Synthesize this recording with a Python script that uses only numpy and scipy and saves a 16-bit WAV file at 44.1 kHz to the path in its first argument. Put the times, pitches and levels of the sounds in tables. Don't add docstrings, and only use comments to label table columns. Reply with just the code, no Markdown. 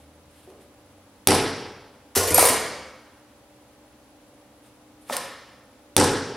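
import sys
import numpy as np
from scipy import signal
from scipy.fft import rfft, irfft
from scipy.io import wavfile
from scipy.ndimage import uniform_filter1d

SR = 44100
rng = np.random.default_rng(int(sys.argv[2]) if len(sys.argv) > 2 else 0)


def gain_from_decibels(decibels):
    exponent = np.asarray(decibels, float) / 20
    return 10 ** exponent


def materialize(psi):
    bounded = np.clip(np.atleast_2d(psi).T, -1, 1)
    quanta = np.round(bounded * 32767).astype(np.int16)
    wavfile.write(sys.argv[1], SR, quanta)


N = 280646


def read(table, hz):
    f, v = np.transpose(table)
    return np.interp(np.log(np.maximum(hz, 1)), np.log(f), v)


def unit(x):
    return x / np.sqrt(np.sum(x ** 2))


def response(table, size=4096):
    hz = np.arange(size // 2 + 1) * SR / size
    log_gain = read(table, hz) * np.log(10) / 20
    cepstrum = irfft(log_gain)
    cepstrum[1:size // 2] *= 2
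    cepstrum[size // 2 + 1:] = 0
    return unit(irfft(np.exp(rfft(cepstrum))))


def ring(hz, t60, rise=0.):
    t = np.arange(int(min(t60, 1.5) * SR)) / SR
    decay = 1000 ** (-t / t60)
    return np.sin(2 * np.pi * hz * t) * decay * (1 - np.exp(-t / (rise + 1e-6)))


def add(track, s, x):
    i = int(s * SR)
    track[i:i + len(x)] += x[:N - i]


def walk(rate_hz):
    k = int(SR / rate_hz)
    steps = np.repeat(rng.standard_normal(N // k + 1), k)
    return 1.3 * uniform_filter1d(uniform_filter1d(steps, k), k)[:N]


def noise(gain_db, size):
    hz = np.arange(size // 2 + 1) * SR / size
    return irfft(rfft(rng.standard_normal(size)) * gain_from_decibels(gain_db(hz)), size)


def stereo(mid, side):
    return np.array([mid + side, mid - side])


def ventilation():
    # frequency in Hz, level in dB per Hz
    air_colour = [(15, -46), (25, -26.5), (45, -7.5), (70, -11.5), (130, -4.5), (170, -23.5), (190, -8.5),
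                  (301, -3), (330, -11), (560, -10.5), (818, -12.5), (1700, -21), (8600, -32), (16000, -37)]
    # frequency in Hz, side minus mid in dB
    air_width = [(60, -19.5), (110, -14.5), (200, -18), (380, -13.5), (700, -11), (1290, -7), (2380, -2.5),
                 (4400, -0.5), (8120, 1.5), (15000, 2)]
    mid = noise(lambda hz: read(air_colour, hz), N)
    side = noise(lambda hz: read(air_colour, hz) + read(air_width, hz), N)
    level_db = -55.5 + 0.2 * walk(1.1)
    return gain_from_decibels(level_db) / np.std(mid) * stereo(mid, side)


def hum(t):
    # frequency in Hz, level in dB
    hum_lines = [(70.0, -69), (118.4, -79.5), (199.2, -75.5), (274.5, -70), (301.5, -62), (500.6, -65),
                 (576.0, -63), (818.3, -69.5)]
    return sum(gain_from_decibels(db + 1.5 + 2 * walk(4.09)) * np.sin(2 * np.pi * hz * t + 1.64 * walk(1))
               for hz, db in hum_lines)


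def engine(t):
    # time in seconds, firing rate in Hz, level in dB
    engine_course = [(0, 76.7, -51), (.45, 82.7, -52.5), (.8, 90, -61), (1., 92.7, -52), (1.25, 96.3, -58)]
    s, hz, db = np.transpose(engine_course)
    phase = 2 * np.pi * np.cumsum(np.interp(t, s, hz)) / SR
    level_db = np.interp(t, s, db) - 12 * np.maximum(t - s[-1], 0)
    return gain_from_decibels(level_db - 3 + 2 * walk(3)) * (np.sin(phase) + gain_from_decibels(-8.5) * np.sin(2 * phase))


def whine(t):
    pulse_levels_db = [-4.5, -1.5, -7, -11.5]
    tone_hz, pulse_hz, level_db = 10140, 66.7, -64.5
    beat = pulse_hz * t + 0.28 * walk(2)
    pulse_db = np.array(pulse_levels_db)[np.floor(beat).astype(int) % 4] + 2 * walk(20)
    pulse = abs(np.sin(np.pi * beat)) * gain_from_decibels(pulse_db)
    return gain_from_decibels(level_db) * pulse * np.sin(2 * np.pi * tone_hz * t + 1.5 * walk(11))


def strokes(t):
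    # time of the peak in seconds, hold in seconds, level in dB
    hand_strokes = [(0.0, .02, -65.5), (0.31, 0.034, -66.5), (.365, .03, -62.5), (.43, .02, -65.5),
                    (0.497, 0.03, -67), (0.615, 0.033, -66.5), (4.645, 0.029, -64.5), (5.02, .04, -65.5),
                    (5.085, .02, -55)]
    attack_db_s, release_db_s, resting_db = 400, 150, -77.5
    db = [top_db - attack_db_s * np.maximum(s - t, 0) - release_db_s * np.maximum(t - s - hold, 0)
          for s, hold, top_db in hand_strokes]
    return gain_from_decibels(np.maximum(np.max(db, axis=0), resting_db))


def rubbing(t):
    # frequency in Hz, level in dB per Hz
    rub_colour = [(300, -14), (1000, -1.5), (3500, 2), (6000, -11), (9000, 1.5), (12000, -3.5),
                  (16000, -20.5)]
    rub = np.array([noise(lambda hz: read(rub_colour, hz), N) for _ in range(2)])
    rub *= strokes(t) * gain_from_decibels(6.5 + 2 * walk(60))
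    return stereo(rub[0], gain_from_decibels(-11.5) * rub[1])


def background():
    t = np.arange(N) / SR
    return ventilation() + hum(t) + engine(t) + whine(t) + rubbing(t)


def room(wet):
    # frequency in Hz, t60 in seconds
    room_t60 = [(60, 1.3), (250, 0.96), (700, 0.95), (1400, 1.183), (3000, 1), (5500, 0.87), (8000, 0.62),
                (11000, 0.49), (16000, 0.1)]
    # frequency in Hz, side minus mid in dB
    room_width = [(60, -35.5), (300, -31), (1000, -22.5), (2500, -16.5), (5000, -11), (12000, -4.5)]
    # delay in seconds, spread in seconds, gain over the diffuse tail
    reflections = [(0.0156, 0.0024, 0.62), (.035, 0.0019, 1.), (0.048, 0.0017, 0.99),
                   (0.057, 0.00074, 0.61), (.078, .004, .4), (0.204, 0.0017, 0.13), (.35, 0.01, 0.13)]
    rise_s, early_share, lumps_db = 0.048, 0.5, 1.5
    size = int(1.6 * SR)
    t, mid, side = np.arange(size) / SR, 0, 0
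    spectra = rfft(rng.standard_normal((2, size)))
    octave = np.log2(np.maximum(np.arange(size // 2 + 1) * SR / size, 1))
    for hz in 30 * 2 ** np.arange(0, 9.6, .5):
        decay = 1000 ** (-t / read(room_t60, hz)) * gain_from_decibels(lumps_db * walk(60)[:size])
        band = np.maximum(1 - 2 * abs(octave - np.log2(hz)), 0)
        band_mid, band_side = irfft(spectra * band, size) * decay
        mid = mid + band_mid
        side = side + gain_from_decibels(read(room_width, hz)) * band_side
    fill = 1 - (1 - early_share) * np.exp(-(t / rise_s) ** 2)
    fill += sum(gain * np.exp(-((t - delay) / spread) ** 2) for delay, spread, gain in reflections)
    return np.array([signal.fftconvolve(wet, fill * tail)[:N] for tail in stereo(mid, side)])


def scrapes(dry, wet):
    # start in seconds, fade in seconds, level in dB, room tail in dB
    laid_down = [
        (2.151, 0.023, -15, -20.5),
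        (2.17, 0.015, -17.5, -42),
    ]
    rattling = [(2.27, 0.0027, -40, -24.5), (2.276, 0.0016, -19, -27), (2.306, 0.0035, -24, -28),
                (2.3435, 0.0074, -19.5, -19.5), (2.376, 0.0076, -12.5, -22), (2.386, 0.11, -16, -21),
                (2.452, 0.01, -28, -19.5), (2.484, 0.013, -15, -34)]
    picked_up = [
        (.502, 0.0014, -48, -64),
        (5.088, 0.018, -44, -34),
        (5.12, 0.021, -25, -32),
        (5.1667, 0.0007, -15, -40),
    ]
    # frequency in Hz, level in dB per Hz
    contact_colours = [
        [(290, -30), (500, -39), (660, -12.5), (1130, -9), (1840, -10), (2430, -15.5), (2690, -13), (3820, -14), (5930, -9.5), (7600, -12.5), (10000, -7.5), (15300, -17), (16500, -44)],
        [(290, -30), (500, -1.5), (799, -18), (885, -12.5), (966, -6), (1220, -12.5), (1330, -17), (1660, -14), (2430, -14), (2770, -18), (6010, -16), (7820, -16.5), (9190, -9), (15300, -20.5), (16500, -49.5)],
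        [(290, -43.5), (500, -6.5), (546, -3), (623, -14.5), (670, -13), (1040, -10), (1150, -14.5), (1870, -15), (2320, -18.5), (5510, -19), (7170, -23.5), (9600, -18), (16500, -33)],
    ]
    grit_db, swell_share, swell_max_s = 3, 0.31, .008
    t = np.arange(4000) / SR
    for contacts, colour in zip((laid_down, rattling, picked_up), contact_colours):
        for s, fade, db, tail_db in contacts:
            swell = min(swell_share * fade, swell_max_s)
            shape = np.where(t < swell, 0.27 + 0.3 * t / swell, np.exp(-(t - swell) / fade))
            grit = rng.standard_normal(len(t)) * gain_from_decibels(grit_db * (rng.exponential(size=len(t)) - 2.0))
            scrape = signal.fftconvolve(shape * grit, response(colour))
            add(dry, s, gain_from_decibels(db) * scrape)
            add(wet, s, gain_from_decibels(tail_db) * unit(scrape))


def tool_rings(dry, wet):
    # frequency in Hz, level in dB, t60 in seconds
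    short_tool = [(9320, -12, .045), (13300, -17, .045), (11320, -17, .2), (8260, -22, .05),
                  (12400, -20, .05), (6970, -25, .04)]
    long_tool = [(8800, -15, .18), (9600, -14.5, 0.19), (10950, -17.5, 0.13), (9640, -24, .12),
                 (8700, -20, .15), (10900, -30, .08)]
    hammer_face = [(9580, -19.5, 0.017), (12100, -16, .004), (14900, -23, .004), (7600, -36, 0.078),
                   (8850, -32.5, 0.11)]
    # time in seconds, level in dB
    tool_strikes = [
        [(2.306, -20), (2.344, 1.5), (2.378, -4)],
        [(2.393, -4), (2.457, -5.5)],
        [(5.167, 2)],
    ]
    # time in seconds, frequency in Hz, level in dB, t60 in seconds
    stray_rings = [(2.276, 4500, -32, .15), (5.012, 11200, -61, .2), (5.02, 9200, -60, .15),
                   (5.1, 7500, -48, 0.14), (5.126, 9600, -35, .06), (5.198, 5630, -40, .03)]
    struck = []
    for modes, hits in zip((short_tool, long_tool, hammer_face), tool_strikes):
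        for s, hit_db in hits:
            for hz, db, t60 in modes:
                struck.append((s, hz, db + hit_db + 1.2 * rng.standard_normal(), t60))
    for s, hz, db, t60 in struck + stray_rings:
        pair = ring(hz, t60, rise=0.00017) + .5 * ring(1.006 * hz, t60, rise=0.00033)
        add(dry, s, gain_from_decibels(db) * pair)
        add(wet, s, gain_from_decibels(db - 43) * pair)


def knock(dry, wet, s, db, hz, t60, body, tail_db):
    room_bass_hz, tilt_db_oct = 129.4, -2.5
    add(dry, s, -gain_from_decibels(db) * body)
    add(dry, s, -gain_from_decibels(db - 7.0) * ring(1.9 * hz, 0.35 * t60, rise=0.18 / hz))
    room_gain = gain_from_decibels(db + tail_db + tilt_db_oct * np.log2(hz / 500)) * min(hz / room_bass_hz, 1) ** 2
    add(wet, s, room_gain * unit(np.diff(ring(hz, 0.012, rise=0.00067))))


def thuds(dry, wet):
    # time in seconds, peak in dB, frequency in Hz
    loose_thuds = [(.474, -38.5, 374.6), (5.124, -28, 1819), (1.61, -34.5, 416), (2.165, -14, 395),
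                   (2.163, -26, 247.6), (2.165, -26, 92), (2.183, -21, 678), (2.308, -23.5, 305),
                   (2.312, -24.5, 92), (2.38, -21, 325), (2.372, -29.5, 96.5), (2.389, -16.5, 1300),
                   (2.44, -13.5, 527), (2.5, -25, 265.4), (2.549, -41, 81), (2.77, -50, 72),
                   (5.097, -29, 1276), (5.11, -34, 247.3), (6.289, -30, 387.5)]
    cycles, min_s, rise_cycles = 44, .07, 0.59
    for s, db, hz in loose_thuds:
        t60 = max(cycles / hz, min_s)
        knock(dry, wet, s, db, hz, t60, ring(hz, t60, rise=rise_cycles / hz), tail_db=-11)


def raps(dry, wet):
    # time in seconds, peak in dB, frequency in Hz
    dry_raps = [(2.3833, -.5, 750), (2.4268, -3.5, 650), (5.0985, -16, 900), (5.1075, -18, 620),
                (2.487, -15.5, 514)]
    no_bass = signal.butter(2, 250, "high", fs=SR, output="sos")
    for s, db, hz in dry_raps:
        t60 = 13 / hz
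        body = signal.sosfilt(no_bass, ring(hz, t60, rise=.14 / hz))
        knock(dry, wet, s, db, hz, t60, body, tail_db=-26)


def blows(dry, wet):
    # start in seconds, crack in dB, head ring in Hz, steel part to the room in dB, bench in dB
    punch_blows = [
        (1.2724, 0, 9810, -16, 4.5),
        (5.9655, -1, 9210, -14.5, 5.5),
    ]
    # frequency in Hz, level in dB, t60 in seconds
    bench_modes = [(92, -25.5, 0.6), (159.6, -28.5, 0.27), (203, -33, 0.83), (248, -36.5, 1),
                   (306.7, -18.5, 0.28), (279.4, -30, 0.9), (392, -17.5, .3), (423, -32, 0.98),
                   (533, -30, 0.619), (771, -29, 0.7), (853, -33.5, 0.93), (930, -25.5, 0.21),
                   (1300, -35.5, 0.93), (1590, -39.5, 1)]
    # frequency in Hz, level in dB per Hz
    steel_colours = [
        [(290, -36.5), (500, -3), (668, -7), (729, -6), (855, -4), (1160, -12.5), (1260, -13.5), (3750, -16), (5700, -13), (6510, -23), (9220, -14), (11100, -14.5), (14500, -41.5), (15300, -50), (16000, -99)],
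        [(290, -33.5), (500, 5), (649, -18), (855, -4.5), (1190, -15.5), (1600, -13), (2160, -21.5), (5020, -18), (5630, -15), (6610, -22), (9490, -14), (10200, -27), (11100, -20.5), (15100, -39), (16000, -78)],
    ]
    # frequency in Hz, level in dB per Hz
    boom_colour = [(25, -36.5), (45, -5.5), (60, -31.5), (90, -4.5), (200, -4.5), (400, 3.5), (600, -1.5),
                   (1200, -43)]
    bench_rise_s, head_over_crack_db, boom_over_steel_db = 0.018, 15, -2.1
    for (s, crack_db, head_hz, steel_db, bench_db), colour in zip(punch_blows, steel_colours):
        head_db, wood_db = crack_db + head_over_crack_db, steel_db + boom_over_steel_db
        bite, face = s + .00033, s + .0005
        add(dry, s, gain_from_decibels(crack_db - 13) * ring(5200, .003))
        add(dry, bite, -gain_from_decibels(crack_db) * ring(2600, .0022))
        add(dry, bite, -gain_from_decibels(crack_db + 3.5) * ring(910, 0.0019))
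        add(dry, face, gain_from_decibels(crack_db - 8.5) * ring(3600, 0.0068))
        add(dry, face, gain_from_decibels(head_db) * ring(head_hz, .0042, rise=.0012))
        add(dry, s + 0.00061, gain_from_decibels(head_db - 18.0) * ring(1.2 * head_hz, 0.0068, rise=0.00017))
        add(dry, face, gain_from_decibels(head_db - 10.5) * ring(0.63 * head_hz, 0.0014))
        add(dry, face, gain_from_decibels(head_db - 21.5) * ring(1.4 * head_hz, .003))
        add(dry, s + 0.0076, gain_from_decibels(head_db - 39.0) * ring(1.02 * head_hz, 0.046, rise=.001))
        for hz, db, t60 in bench_modes:
            mode_db = db + bench_db + 1.2 * rng.standard_normal()
            add(dry, s, gain_from_decibels(mode_db) * ring(hz, t60, bench_rise_s))
        add(wet, s, gain_from_decibels(steel_db) * response(colour))
        add(wet, s, gain_from_decibels(wood_db) * response(boom_colour))


def scene():
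    dry, wet = np.zeros(N), np.zeros(N)
    for source in (scrapes, tool_rings, thuds, raps, blows):
        source(dry, wet)
    lean = 0.26 * np.gradient(dry)
    return stereo(dry, lean) + room(wet) + background()


def roll_off(x):
    return signal.sosfilt(signal.butter(12, 16990, fs=SR, output="sos"), x)


def record(dry):
    dry = signal.sosfilt(signal.butter(2, 45, "high", fs=SR, output="sos"), dry)
    dry = signal.sosfilt(signal.ellip(10, .2, 65, 15850, fs=SR, output="sos"), dry)
    return roll_off(np.clip(dry, -.91, .91))


dry = scene()
out = record(dry)
materialize(out)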